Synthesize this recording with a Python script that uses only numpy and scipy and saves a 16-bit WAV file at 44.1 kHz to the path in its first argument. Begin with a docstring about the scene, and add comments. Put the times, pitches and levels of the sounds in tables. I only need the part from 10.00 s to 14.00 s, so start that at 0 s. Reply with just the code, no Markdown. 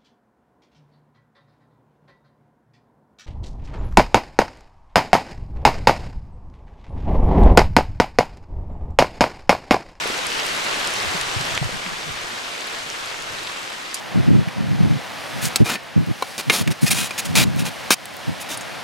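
"""Steady rain on a tent, trees and leaf litter at a wooded campsite: a wash of far drops and nearer patter
over the rumble of a carried camera. Single fat drips slap close by, among thin ticks from wet leaves and
a small fire. From 1 s soft steps thud through the camera. Near 1.6 s one very close drip makes the gain
control turn everything down, and it stays down. Just before the end the fire spits once."""
import sys
import numpy as np
from scipy import signal
from scipy.fft import rfft, irfft, next_fast_len
from scipy.io import wavfile
from scipy.ndimage import uniform_filter1d, map_coordinates

SR = 44100
rng = np.random.default_rng(int(sys.argv[2]) if len(sys.argv) > 2 else 0)


def master(y):
    """Save y as 16-bit WAV."""
    cut = np.clip(np.atleast_2d(y).T, -1, 1)
    pcm = np.round(cut * 32767)  # scale
    wavfile.write(sys.argv[1], SR, pcm.astype(np.int16))


N = 176400
SOFT_HZ, TOP_HZ = 12100, 15400  # high cut on drips and ticks; top of the whole mix


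def amp(db):
    """Decibels to gain."""
    return 10 ** (np.asarray(db) / 20)


def panned(db):
    """Left and right gains, the left louder by db."""
    return amp([[db / 2], [-db / 2]])


def along(points, hz):
    """(f/Hz, value) breakpoints read on a log frequency axis."""
    freqs, values = np.transpose(points)
    return np.interp(np.log(hz + 1), np.log(freqs + 1), values)


def automation(rows):
    """(t/s, value) breakpoints drawn out to one value per sample."""
    return np.interp(np.arange(N) / SR, *np.transpose(rows))


def wobble(rate, size=N):
    """A smooth random modulator, rate knots a second."""
    knots = rng.standard_normal(int(size * rate / SR) + 4)
    return map_coordinates(knots, [np.arange(size) * rate / SR])


def filtered(x, response):
    """Zero-phase EQ; response gives the gain at each frequency."""
    size = next_fast_len(N + SR // 2)
    return irfft(rfft(x, size) * response(np.fft.rfftfreq(size, 1 / SR)), size)[..., :N]


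def coloured(x, spectrum, size=2048):
    """Minimum-phase EQ, so that attacks stay sharp."""
    cepstrum = irfft(np.log(amp(along(spectrum, np.fft.rfftfreq(size, 1 / SR)))))
    cepstrum[1:size // 2] *= 2
    cepstrum[size // 2 + 1:] = 0
    impulse = irfft(np.exp(rfft(cepstrum)))
    return signal.fftconvolve(x, impulse[None], axes=1)[:, :N]


def softened(x):
    """A high cut softens the top of the drips, ticks and wood ring."""
    return signal.lfilter(*signal.butter(3, SOFT_HZ, fs=SR), x)


# Stereo image of the noise layers: f/Hz, left-right correlation
IMAGE = [(60, 0.21), (110, 0.24), (200, 0.48), (380, 0.3), (700, -0.014), (1290, -0.065), (2380, 0.12),
         (4400, 0.55), (8120, 0.66), (15000, 1)]


def spread(pair):
    """Two unrelated signals as mid (rms 1) and side: wide in the mids, narrow in the treble."""
    width = lambda hz: np.tan(np.arccos(np.clip(along(IMAGE, hz), -.5, 1)) / 2)
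    mid, side = pair[0], filtered(pair[1], width)
    return np.array([mid + side, mid - side]) / mid.std()


def noise_bed(spectrum, patchy_db=0):
    """Coloured stereo noise, with optional patches of random gain across time and frequency."""
    bins = signal.stft(rng.standard_normal((2, N)), nperseg=512)[2]
    patches = uniform_filter1d(rng.standard_normal(bins.shape[1:]), size=8, axis=0)
    patches = uniform_filter1d(patches, size=6, axis=1)
    patches /= np.sqrt(np.mean(patches ** 2))
    pair = signal.istft(bins * amp(patchy_db * patches), nperseg=512)[1][:, :N]
    return spread(filtered(pair, lambda hz: amp(along(spectrum, hz))))


def shower(per_s, spectrum, t60, spread_db=3.5, max_drops=6000, size=256):
    """Drops of uneven size land at random, each a tiny noise burst."""
    t = np.arange(size) / SR
    chance = rng.random((max_drops, 2))[:int(per_s * N / SR)]
    bursts = rng.standard_normal((2, max_drops, size))[:, :len(chance)] * amp(-60 * t / t60)
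    gains = amp(-spread_db * np.log(chance[:, 1:] + 0.025))
    where = ((chance[:, :1] * N).astype(int) + np.arange(size)).ravel()
    pair = np.array([np.bincount(where, (b * gains).ravel(), N + size)[:N] for b in bursts])
    return spread(coloured(pair, spectrum))


# Fader ride on the rain: t/s, level/dB
RAIN_RIDE = [(0, -27), (.22, -28), (.4, -26.5), (1.0, -26), (1.7, -25.5), (3.15, -26.5), (3.6, -27.5),
             (4, -28.5)]
# EQ of the far wash, the nearer patter and the finest drops: f/Hz, level/dB
WASH_EQ = [(100, -26), (170, -8), (316, -2.5), (459, -2), (631, -1), (1050, 0), (1580, 0), (3050, -1.5),
           (5060, -6.5), (7500, -10.5), (11300, -21), (15000, -32)]
PATTER_EQ = [(100, -16.5), (300, -3), (850, 1), (2200, 0.5), (4500, -1), (8000, -17.5), (12000, -25),
             (15500, -30)]
FIZZ_EQ = [(300, -29), (2000, 2), (4500, -2.5), (8000, -3), (12000, -13), (15500, -26)]


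def rain():
    """Far drops blur into a fluttering wash, nearer ones patter and the finest fizz on top."""
    wash = amp(-0.92 + 0.32 * wobble(14)) * noise_bed(WASH_EQ, patchy_db=1.0)
    patter = amp(-6.5) * shower(per_s=900, spectrum=PATTER_EQ, t60=0.0043)
    fizz = amp(-13.5) * shower(per_s=380, spectrum=FIZZ_EQ, t60=0.0025)
    return amp(automation(RAIN_RIDE)) * panned(db=.5) * (wash + patter + fizz)


# Fader ride on the handling rumble: t/s, level/dB
RUMBLE_RIDE = [(0, -47.5), (.9, -48), (1.1, -44), (1.8, -39), (2.0, -45), (2.12, -40.5), (2.55, -52),
               (3.2, -45), (3.33, -43), (3.5, -48.5), (4, -56)]
# EQ of the rumble: f/Hz, level/dB
RUMBLE_EQ = [(20, 0.5), (40, -4.5), (60, -8.5), (110, 1.5), (190, -5.5), (270, -21), (600, -53)]


def camera_rumble():
    """Carrying the camera lays an unsteady low end under the rain."""
    return amp(automation(RUMBLE_RIDE) + 1.4 * wobble(15)) * noise_bed(RUMBLE_EQ)


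# Cues for fat, close drips: t/s, level/dB, f/Hz, slap length/cycles
DRIP_CUES = [(.057, -16.5, 455, 1.3), (0.1006, -20.5, 396, 1.5), (0.319, -13, 3200, 1.3),
             (.399, -12.5, 5000, 3.1), (0.405, -22, 2800, 1.3), (0.684, -18, 4220, 1.5),
             (.728, -18, 3000, 3), (.736, -22, 3300, 2.5), (0.7428, -14.5, 2700, 2.3),
             (1.002, -13, 4500, 2.3), (1.213, -13, 3800, 2), (1.5557, -15, 3400, 1.03),
             (1.577, -2.4, 2500, 1.3), (1.627, -11, 715, 1.06), (1.692, -14.5, 525, 0.95),
             (1.8635, -7, 2400, 1.3), (2.0928, -15, 3000, 1.7), (2.552, -14, 2140, 1.5),
             (2.6176, -13, 3400, 1.7), (2.9012, -9.5, 5850, 3.2), (3.1434, -14.5, 2000, 1.1),
             (3.4726, -8.5, 3700, 2.5), (3.9138, -18, 4970, 3.5), (3.93, -16, 2000, 1.25)]
RING_DB, RING_T60_CYCLES = -13, 26
SPLASH_DB, SPLASH_T60_S = -16, .015


def drips():
    """Each fat drip is a slap of a few cycles at most, with a tail of brief ring and splash."""
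    out, t = np.zeros((2, N)), np.arange(SR // 20) / SR
    spray = noise_bed(PATTER_EQ)
    for s, db, hz, cycles in DRIP_CUES:
        pan = panned(db=3 * rng.uniform(-1, 1))
        phase = 2 * np.pi * hz * t
        slap = np.exp(-(hz * t / cycles) ** 4)
        ring = amp(RING_DB - 60 * hz * t / RING_T60_CYCLES) * np.sin(phase + wobble(hz / 2)[:len(t)])
        splash = spray[:, round(s * SR):][:, :len(t)] * amp(SPLASH_DB - 60 * t / SPLASH_T60_S)
        drip = (1 - slap) * (splash - ring) - slap * np.sin(phase)
        add(out, s, amp(db) * pan * drip)
    return softened(out)


# Cues for leaf and ember ticks: t/s, level/dB, f/Hz
TICK_CUES = [(.0755, -25, 8000), (.1788, -27, 10000), (.268, -18, 7800), (.466, -19, 9500),
             (.4845, -25, 8000), (0.8739, -16.5, 6000), (.9388, -21.5, 9000), (1.213, -20, 6460),
             (1.4112, -19, 5930), (1.551, -19, 5500), (2.4323, -21, 4300), (2.608, -17.5, 5600),
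             (2.671, -23, 8000), (3.059, -24, 7500), (3.223, -20, 6900), (3.4325, -24, 9000)]
TICK_T60_S, TICK_OCTAVES = 0.0073, 1.23


def ticks():
    """Wet leaves and embers tick dead centre, each a thin noise burst in a band of its own."""
    out, t = np.zeros((1, N)), np.arange(SR // 10) / SR
    for s, db, hz in TICK_CUES:
        edges = np.minimum(hz * 2 ** (np.array([-1, 1]) * TICK_OCTAVES / 2), TOP_HZ)
        burst = rng.standard_normal(len(t)) * amp(db - 60 * t / TICK_T60_S)
        tick = signal.lfilter(*signal.butter(2, edges, "bandpass", fs=SR), burst)
        add(out, s, tick / np.sqrt(2 * np.ptp(edges) / SR))  # make-up gain for the band-pass
    return softened(out)


# Cues for steps and handling thuds: t/s, level/dB, f/Hz at the peak, attack/s, left lead and right lag/rad
THUD_CUES = [(1.049, -27, 95, 0.019, 1.28), (1.137, -28, 181, 0.014, .7), (1.36, -16, 112, 0.0089, 0.71),
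             (1.394, -26, 141, .012, 0.88), (1.51, -26, 113, 0.014, 1.1), (1.612, -9, 141, .009, 0.9),
             (1.64, -12, 110, 0.013, 1.37), (1.717, -22, 180.5, 0.024, 1.2),
             (1.853, -24.5, 188.5, 0.015, 0.55), (1.912, -24.5, 175, 0.014, 1.13),
             (2.052, -26.5, 157, 0.026, .6), (2.094, -27, 89, 0.011, 0.49), (3.297, -32, 111, .012, 0.49)]
THUD_SAG, THUD_WANDER_RAD = 0.11, .45  # a thud starts sharp by the fraction THUD_SAG


def steps():
    """Steps thud through the camera body: each swells, sags in pitch and dies, skewed between the mics."""
    out, t = np.zeros((2, N)), np.arange(SR // 4) / SR
    for s, db, hz, attack_s, skew in THUD_CUES:
        age = t / attack_s
        envelope = (age * np.exp(1 - age)) ** 2
        phase = 2 * np.pi * np.cumsum(hz * (1 + THUD_SAG) / (1 + THUD_SAG * age)) / SR
        wander = THUD_WANDER_RAD * np.array([wobble(122, size=len(t)) for mic in range(2)])
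        add(out, s, amp(db) * envelope * np.sin(phase + np.array([[skew], [-skew]]) + wander))
    return out


# EQ of the fire's sizzle: f/Hz, level/dB
SIZZLE_EQ = [(500, -27), (3900, -10), (5000, 3), (5700, -6), (6500, 1), (7700, -2), (9700, 1), (11000, -7),
             (15500, -15)]
# Ring of the snapping wood: f/Hz, level/dB, t60/s
WOOD_MODES = [(4910, -24, .1), (6390, -34, .06)]
SPIT_AT_S, SIZZLE_DB, SIZZLE_ATTACK_S, SIZZLE_T60_S = 3.9418, -13, 0.0011, 0.053


def fire_spit():
    """The fire spits once: snapping wood rings under a short, bright sizzle."""
    ring, gate, t = np.zeros((1, N)), np.zeros((1, N)), np.arange(SR // 10) / SR
    for hz, db, t60 in WOOD_MODES:
        phase = 2 * np.pi * hz * t + wobble(300, size=len(t))
        add(ring, SPIT_AT_S, amp(db - 60 * t / t60) * np.sin(phase))
    attack = 1 - np.exp(-t / SIZZLE_ATTACK_S)
    add(gate, SPIT_AT_S, attack * amp(SIZZLE_DB - 60 * t / SIZZLE_T60_S))
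    return softened(ring) + gate * noise_bed(SIZZLE_EQ)


def add(out, s, sound):
    """Mix a sound in at time s."""
    part = out[:, max(round(s * SR), 0):][:, :sound.shape[-1]]
    part += sound[..., :part.shape[1]]


def scene():
    """The dry mix at the camera."""
    return rain() + camera_rumble() + drips() + ticks() + steps() + fire_spit()


THRESHOLD_DB, DUCK_ATTACK_S, RELEASE_DB_PER_S = -7.7, .004, .1


def record(dry):
    """Gain control ducks the mix on a peak over the threshold and barely recovers; a high cut follows."""
    over_db = np.maximum(20 * np.log10(np.abs(dry.mean(0)) + 1e-9) - THRESHOLD_DB, 0)
    release_db = RELEASE_DB_PER_S * np.arange(N) / SR
    held_db = np.maximum.accumulate(over_db + release_db) - release_db
    pole = np.exp(-1 / (DUCK_ATTACK_S * SR))
    duck_db = signal.lfilter([1 - pole], [1, -pole], held_db)
    return filtered(dry * amp(-duck_db), lambda hz: hz < TOP_HZ)


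dry = scene()
out = record(dry)
master(out)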